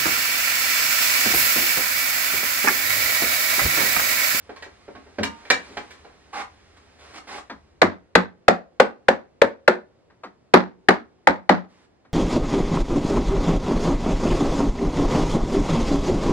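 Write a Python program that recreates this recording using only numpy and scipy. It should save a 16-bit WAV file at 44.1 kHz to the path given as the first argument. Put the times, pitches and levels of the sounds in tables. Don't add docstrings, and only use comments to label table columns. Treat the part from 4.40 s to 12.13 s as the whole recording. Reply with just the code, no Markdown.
import sys
import numpy as np
from scipy import signal
from scipy.fft import rfft, irfft
from scipy.io import wavfile

SR = 44100
rng = np.random.default_rng(int(sys.argv[2]) if len(sys.argv) > 2 else 0)


def store_wav(level_fs):
    pcm = np.round(np.clip(np.atleast_2d(level_fs), -1, 1) * 32767)
    wavfile.write(sys.argv[1], SR, pcm.T.astype(np.int16))


N = 340893
TIME, EVENT_TIME = np.arange(N) / SR, np.arange(SR // 4) / SR

# frequency_hz, density_db
AIR_SPECTRUM = [(25, -14), (50, -2.5), (80, 4), (170, 4.5), (370, 3.5), (700, -2), (1200, -12),
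                (2800, -24.5), (5000, -29.5), (15000, -61.5)]
LOW_NOISE_SPECTRUM = [(25, -18.5), (55, -3.5), (75, 4.5), (110, -10.5), (800, -84.5)]
# time_s, level_db
LOW_NOISE_GAIN = [(0, -61.5), (3.3, -61.5), (4.2, -77.5)]
# frequency_hz, gain_db
ROOM_SPECTRUM = [(60, -4.5), (150, -2.5), (210, -1), (330, -1), (520, -4.5), (900, -2.5), (1500, -4),
                 (2500, -7), (5000, -8.5), (8000, -5), (13000, -12)]
HUM_SPECTRUM = [(100, -62), (200, -51), (400, -36), (700, -43), (1400, -52), (3000, -74)]
# frequency_hz, t60_s
ROOM_DECAY = [(100, .3), (250, .24), (700, .23), (2000, .215), (5000, .185), (12000, .16)]
# frequency_hz, correlation
COHERENCE = [(80, 1), (200, 0.12), (500, 0.36), (1000, 0), (2500, 0)]

# time_s, level_db
RUSTLE_ENVELOPE = [(0.0, -59.5), (0.7, -60), (1.27, -49.5), (1.72, -60.5), (2.38, -61), (2.93, -58.5),
                   (3.19, -67), (3.4, -70.5)]
# start_s, length_s, level_db, hollow_db
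SLEEVE_STROKES = [(1.926, 0.094, -34.5, 3.5), (2.363, .013, -46.5, -22), (2.583, 0.2, -48.5, -22.5),
                  (2.734, 0.052, -38.5, -10.5), (2.869, .12, -37, -3.5), (7.281, .17, -60, -28)]
# frequency_hz, density_db
CLOTH_SPECTRUM = [(100, -18), (300, -3), (600, -2.5), (1100, -3), (2100, -4), (3000, -8), (5000, -9.5),
                  (9500, -22), (12000, -36), (15000, -59.5)]
HOLLOW_SPECTRUM = [(40, -60), (600, -26), (750, -10), (818, 4), (890, -9), (1050, -9), (1150, -1),
                   (1280, -14), (1500, -8), (1750, -19), (2140, -10), (2600, -22), (9000, -70)]

# start_s, level_db, tilt_db_per_octave, pitch_hz
TOOL_KNOCKS = [(.092, -30, -2, 459), (0.16, -35.5, 3, 1074), (.222, -29.5, 3.5, 1913),
               (0.259, -39.5, -2, 360), (0.479, -32.5, -5, 549), (0.55, -35.5, -1, 1094),
               (.659, -45.5, -5, 416), (0.784, -16, -2, 422), (0.831, -12.5, 5.5, 2844),
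               (1.05, -37, 1.5, 2330), (1.101, -1, 4.5, 1522), (1.105, -4, 3, 1690), (1.369, -19, 1, 830),
               (1.505, -37, 5.5, 2300), (1.646, -39, -1, 800)]
# pitch_hz, level_db, t60_s
STEEL_MODES = [(592, -6, .17), (1739, -9, .16), (2318, 2, .21), (2370, -3, .13), (3165, -17, .18),
               (3962, -16, .11)]
HANGING_TOOL_MODES = [(921, -34.5, .55), (1206, -45, .6), (1416, -42, .6)]
# start_s, level_db
FLOOR_THUDS = [(0.55, -49.5), (0.786, -23.5), (0.833, -34.5), (1.1, -33), (1.285, -46.5), (1.374, -43.5)]
# frequency_hz, density_db
KNOCK_SPECTRUM = [(50, -14.5), (140, -12), (250, -3), (420, 2.5), (800, 1), (1200, -5.5), (1700, 0),
                  (2800, -10.5), (4300, -13), (7000, -25.5), (11000, -42.5), (15000, -51.5)]
THUD_SPECTRUM = [(40, -30), (92, -5), (135, -28.5), (190, -7), (260, -4), (450, -11), (3000, -85.5)]

# start_s, level_db
LIGHT_TOUCHES = [(3.097, -26.5), (5.699, -50.5), (5.834, -30), (7.648, -51)]
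# frequency_hz, density_db
RATTLE_SPECTRUM = [(50, -27), (125, -19), (185, -2), (270, -2.5), (400, 1), (620, 5), (1000, 4),
                   (1900, -1.5), (2800, -17.5), (4200, -17), (6000, -29), (15000, -70)]
RIM_SPECTRUM = [(40, -20), (300, -14.5), (800, -1.5), (1200, 0.5), (2000, 3.5), (2800, -7), (4200, -8),
                (5500, -19.5), (8000, -24.5), (15000, -56)]
# start_s, force_db, spot (0 centre, 1 rim), sink (lid travel, 0 to 1),
# body_db, wall_db, lid_db, body_hz, wall_hz, lid_hz
MALLET_BLOWS = [(3.4155, -2, 0.87, .45, -1.5, -11.5, -21, 536, 750, 1685),
                (3.7519, -2, 0.62, 0.72, -0.5, -4, 0.5, 483, 854, 1850),
                (4.0806, -1.5, .3, 0.46, 3, 1, .5, 530, 736, 1524),
                (4.398, -3, 0.33, 0.56, 5.5, 2, -3, 537, 780, 1480),
                (4.6828, -4.5, .25, 0.47, 2.5, -1, -0.5, 516, 780, 1550),
                (5.0155, -4, .15, 0.37, 6.5, -4.5, -5.5, 512, 880, 1680),
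                (5.277, -3.5, .03, .45, 4.5, -6.5, -0.5, 539.3, 880, 1660),
                (6.1371, 3, .95, 0.1, 0, -2, -12, 419, 860, 1664),
                (6.4851, -1, .55, 0.41, -2.5, -2.5, -2, 382, 760, 1900),
                (6.8708, -5, 0.72, .33, 1, 4, 1.5, 570, 844, 1915),
                (7.092, -3, 0.95, 0, -3, 1.5, -6.5, 542, 818, 1940)]
# level_db, rise_s, delay_s
LID_RESPONSE = (0, .0007, .0008)
WALL_RESPONSE = (0, .0012, .0034)
BODY_RESPONSE = (0, .0012, .0042)
BENCH_RESPONSE = (-17.5, .0075, .005)
# first_hz, last_hz
BENCH_GLIDE = (720, 170)
# centre_db, rim_db
BENCH_COUPLING = (-2, 7.5)
# pitch_hz, level_db, rise_s
WEAK_MODES = [(93, -43, .016), (183, -26.5, .012), (234, -28, .01), (365, -21, .007), (545, -22, .007),
              (885, -23, .004), (1250, -13, .002), (1452, -15, .0026), (2100, -10, .0007),
              (2700, -19, .0007), (3900, -20, .0009)]


def from_db(db):
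    return 10 ** (np.asarray(db) / 20)


def unit_power(x):
    return x / np.sqrt(np.mean(x ** 2) + 1e-20)


def at_hz(points, hz):
    frequency_hz, value = np.transpose(points)
    return np.interp(np.log(np.maximum(hz, 1)), np.log(frequency_hz), value)


def add(track, start_s, sound):
    start = max(int(start_s * SR), 0)
    track[..., start:start + sound.shape[-1]] += sound[..., :N - start]


def noise(spectrum, size=len(EVENT_TIME), tilt_db=0):
    hz = np.fft.rfftfreq(size, 1 / SR)
    level_db = at_hz(spectrum, hz) + tilt_db * np.log2(np.maximum(hz, 200) / 1000)
    return unit_power(irfft(from_db(level_db) * np.exp(2j * np.pi * rng.random(len(hz))), size))


def diffuse(left, right):
    coherence = np.clip(at_hz(COHERENCE, np.fft.rfftfreq(len(left), 1 / SR)), -.99, .99)
    mid, side = rfft([left, right]) * np.sqrt([(1 + coherence) / 2, (1 - coherence) / 2])
    return irfft([mid + side, mid - side], len(left))


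def place(x, pan_db, lag_s):
    return np.array([x * from_db(pan_db / 2), np.interp(TIME - lag_s, TIME, x) * from_db(-pan_db / 2)])


def swell(rise_s, delay_s=0):
    age = np.maximum(EVENT_TIME - delay_s, 0) / (2 * rise_s)
    return (age * np.exp(1 - age)) ** 2


def sine(hz):
    return np.sin(2 * np.pi * (hz * EVENT_TIME + rng.random()))


def background():
    air = from_db(-61) * diffuse(noise(AIR_SPECTRUM, N), noise(AIR_SPECTRUM, N))
    low_noise = from_db(np.interp(TIME, *np.transpose(LOW_NOISE_GAIN))) * noise(LOW_NOISE_SPECTRUM, N)
    return air + low_noise


def reverberation(x, first_echo_s=.0019, build_s=.0041, hum_t60_s=2.3):
    t, hz = np.arange(SR) / SR, np.fft.rfftfreq(SR, 1 / SR)
    edges_hz = np.geomspace(30, 18000, 15)
    white, echoes = rfft(rng.standard_normal((2, SR))), 0
    onset = 1 - np.exp(-np.maximum(t - first_echo_s, 0) / build_s)
    coloured = white * from_db(at_hz(ROOM_SPECTRUM, hz))
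    for low, high in zip(edges_hz, edges_hz[1:]):
        fade = unit_power(onset * from_db(-60 * t / at_hz(ROOM_DECAY, np.sqrt(low * high))))
        echoes = echoes + irfft(coloured * ((hz >= low) & (hz < high)), SR) * fade
    hum_fade = unit_power(onset * from_db(-60 * t / hum_t60_s))
    hum = irfft(white * from_db(at_hz(HUM_SPECTRUM, hz)), SR) * hum_fade
    return signal.fftconvolve(x[None], diffuse(*(echoes + hum)) / np.sqrt(SR), axes=1)


def shifting_echoes(x):
    out, starts = np.zeros((2, N)), [0] + [blow[0] for blow in MALLET_BLOWS]
    for start_s, end_s in zip(starts, starts[1:] + [N / SR]):
        add(out, start_s, reverberation(x[int(start_s * SR):int(end_s * SR)]))
    return out


def jacket(grip_s=.0096, release_s=.0086, rustle_gain_db=4):
    rustle_db = np.interp(TIME, *np.transpose(RUSTLE_ENVELOPE), right=-74) + rustle_gain_db
    out = from_db(rustle_db) * noise(CLOTH_SPECTRUM, N)
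    for start_s, length_s, level_db, hollow_db in SLEEVE_STROKES:
        grip = 1 - np.exp(-EVENT_TIME / grip_s)
        release = np.exp(-np.maximum(EVENT_TIME - length_s, 0) / release_s)
        friction = noise(CLOTH_SPECTRUM) + from_db(hollow_db) * noise(HOLLOW_SPECTRUM)
        add(out, start_s, from_db(level_db) * grip * release * friction)
    return out


def tools(contact_s=.0026, firm_fade_s=.0069, note_db=-5, ring_db=-20.5, jog_s=.835):
    out, onset = np.zeros(N), 1 - np.exp(-EVENT_TIME / contact_s)
    for start_s, level_db, tilt_db, pitch_hz in TOOL_KNOCKS:
        fade_s = firm_fade_s * 2 ** (-level_db / 25)
        note = from_db(note_db) * np.sin(2 * np.pi * pitch_hz * EVENT_TIME)
        clatter = (noise(KNOCK_SPECTRUM, tilt_db=tilt_db) + note) * np.exp(-EVENT_TIME / fade_s)
        ring = sum(from_db(db + 1.3 * tilt_db * np.log2(hz / 1500) - 60 * EVENT_TIME / t60_s) * sine(hz)
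                   for hz, db, t60_s in STEEL_MODES)
        add(out, start_s, from_db(level_db) * (clatter + from_db(ring_db) * ring) * onset)
    for pitch_hz, level_db, t60_s in HANGING_TOOL_MODES:
        add(out, jog_s, from_db(level_db - 60 * TIME / t60_s) * np.sin(2 * np.pi * pitch_hz * TIME))
    for start_s, level_db in FLOOR_THUDS:
        add(out, start_s, from_db(level_db) * swell(rise_s=.011) * noise(THUD_SPECTRUM))
    return out


def bending_wave(glide_s=.0115, round_trip_s=.021, round_trip_db=-9.5):
    first_hz, last_hz = BENCH_GLIDE
    level_db, rise_s, delay_s = BENCH_RESPONSE
    out = 0
    for trip in range(3):
        start_s = delay_s + trip * round_trip_s
        hz = last_hz + (first_hz - last_hz) * np.exp(-np.maximum(EVENT_TIME - start_s, 0) / glide_s)
        wave = np.sin(2 * np.pi * (np.cumsum(hz) / SR + rng.random()))
        out = out + from_db(level_db + trip * round_trip_db) * swell(rise_s, start_s) * wave
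    return out


def light_touches(rise_s=.003, fade_s=.017, bench_db=7):
    out, envelope = np.zeros(N), (1 - np.exp(-EVENT_TIME / rise_s)) * np.exp(-EVENT_TIME / fade_s)
    for start_s, level_db in LIGHT_TOUCHES:
        contact = envelope * noise(RATTLE_SPECTRUM, tilt_db=2.5)
        add(out, start_s, from_db(level_db) * (contact + from_db(bench_db) * bending_wave()))
    return out


def rattle(level_db=-9, rise_s=.0027, fade_s=.031, spot_db=6, grain_db=3, grain_s=.0014):
    out, shake = np.zeros((2, N)), (1 - np.exp(-EVENT_TIME / rise_s)) * np.exp(-EVENT_TIME / fade_s)
    grain_starts = np.arange(0, EVENT_TIME[-1], grain_s)
    for start_s, force_db, spot, *_ in MALLET_BLOWS:
        grit = diffuse(noise(RATTLE_SPECTRUM), noise(RATTLE_SPECTRUM))
        flicker_db = grain_db * np.interp(EVENT_TIME, grain_starts, rng.normal(size=len(grain_starts)))
        gain = from_db(force_db + level_db + spot_db * (spot - .5) + flicker_db)
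        add(out, start_s, gain * shake * grit)
    return out


def rim_crack(level_db=-10, rise_s=.0014, sink_db=8, sink_stretch=.98):
    out = np.zeros((2, N))
    for start_s, force_db, _, sink, *_ in MALLET_BLOWS:
        crunch = diffuse(noise(RIM_SPECTRUM), noise(RIM_SPECTRUM))
        envelope = swell(rise_s * (1 + sink_stretch * sink))
        add(out, start_s, from_db(force_db + level_db + sink_db * sink) * envelope * crunch)
    return out


def mode(hz, level_db, rise_s, delay_s=0, push=0):
    return from_db(level_db) * (swell(rise_s, delay_s) + push * swell(rise_s)) * sine(hz)


def mallet(scatter_db=4, detune=.035, push=.083, bench_below_hz=400):
    out = np.zeros(N)
    for start_s, force_db, spot, _, body_db, wall_db, lid_db, body_hz, wall_hz, lid_hz in MALLET_BLOWS:
        body = from_db(body_db) * mode(body_hz, *BODY_RESPONSE, push)
        wall = from_db(wall_db) * mode(wall_hz, *WALL_RESPONSE, push)
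        lid = from_db(lid_db) * mode(lid_hz, *LID_RESPONSE)
        bench_db = np.interp(spot, (0, 1), BENCH_COUPLING)
        blow = body + wall + lid + from_db(bench_db) * bending_wave()
        colour = [(300, bench_db), (body_hz, body_db), (wall_hz, wall_db), (lid_hz, lid_db)]
        for hz, level_db, rise_s in WEAK_MODES:
            pitch_hz = hz * (1 + detune * (hz > bench_below_hz) * rng.normal())
            blow += mode(pitch_hz, level_db + at_hz(colour, hz) + scatter_db * rng.normal(), rise_s)
        add(out, start_s, from_db(force_db) * blow)
    return out


def scene(crack_pan_db=5.5):
    can = mallet() + light_touches()
    crack = rim_crack()
    handling = tools() + jacket()
    direct = place(can, pan_db=1.2, lag_s=.00009) + rattle()
    direct += crack * from_db([[crack_pan_db / 2], [-crack_pan_db / 2]])
    direct += from_db(-3) * place(handling, pan_db=-3, lag_s=-.00008)
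    to_room = from_db(-3.5) * can + from_db(-3) * crack[0] + handling
    return direct + shifting_echoes(to_room) + background()


def record(dry, threshold_db=-2, release_db_per_s=40, attack_s=.033, stopband_hz=15800):
    over_db = np.maximum(20 * np.log10(np.abs(dry).max(axis=0) + 1e-9) - threshold_db, 0)
    held_db = np.maximum.accumulate(over_db + release_db_per_s * TIME) - release_db_per_s * TIME
    pole = np.exp(-1 / (attack_s * SR))
    ducked = dry * from_db(-.5 * signal.lfilter([1 - pole], [1, -pole], held_db))
    lowpass = signal.cheby2(12, 60, stopband_hz, fs=SR, output="sos")
    return signal.sosfilt(lowpass, np.clip(ducked, -1, 1))


dry = scene()
out = record(dry)
store_wav(out)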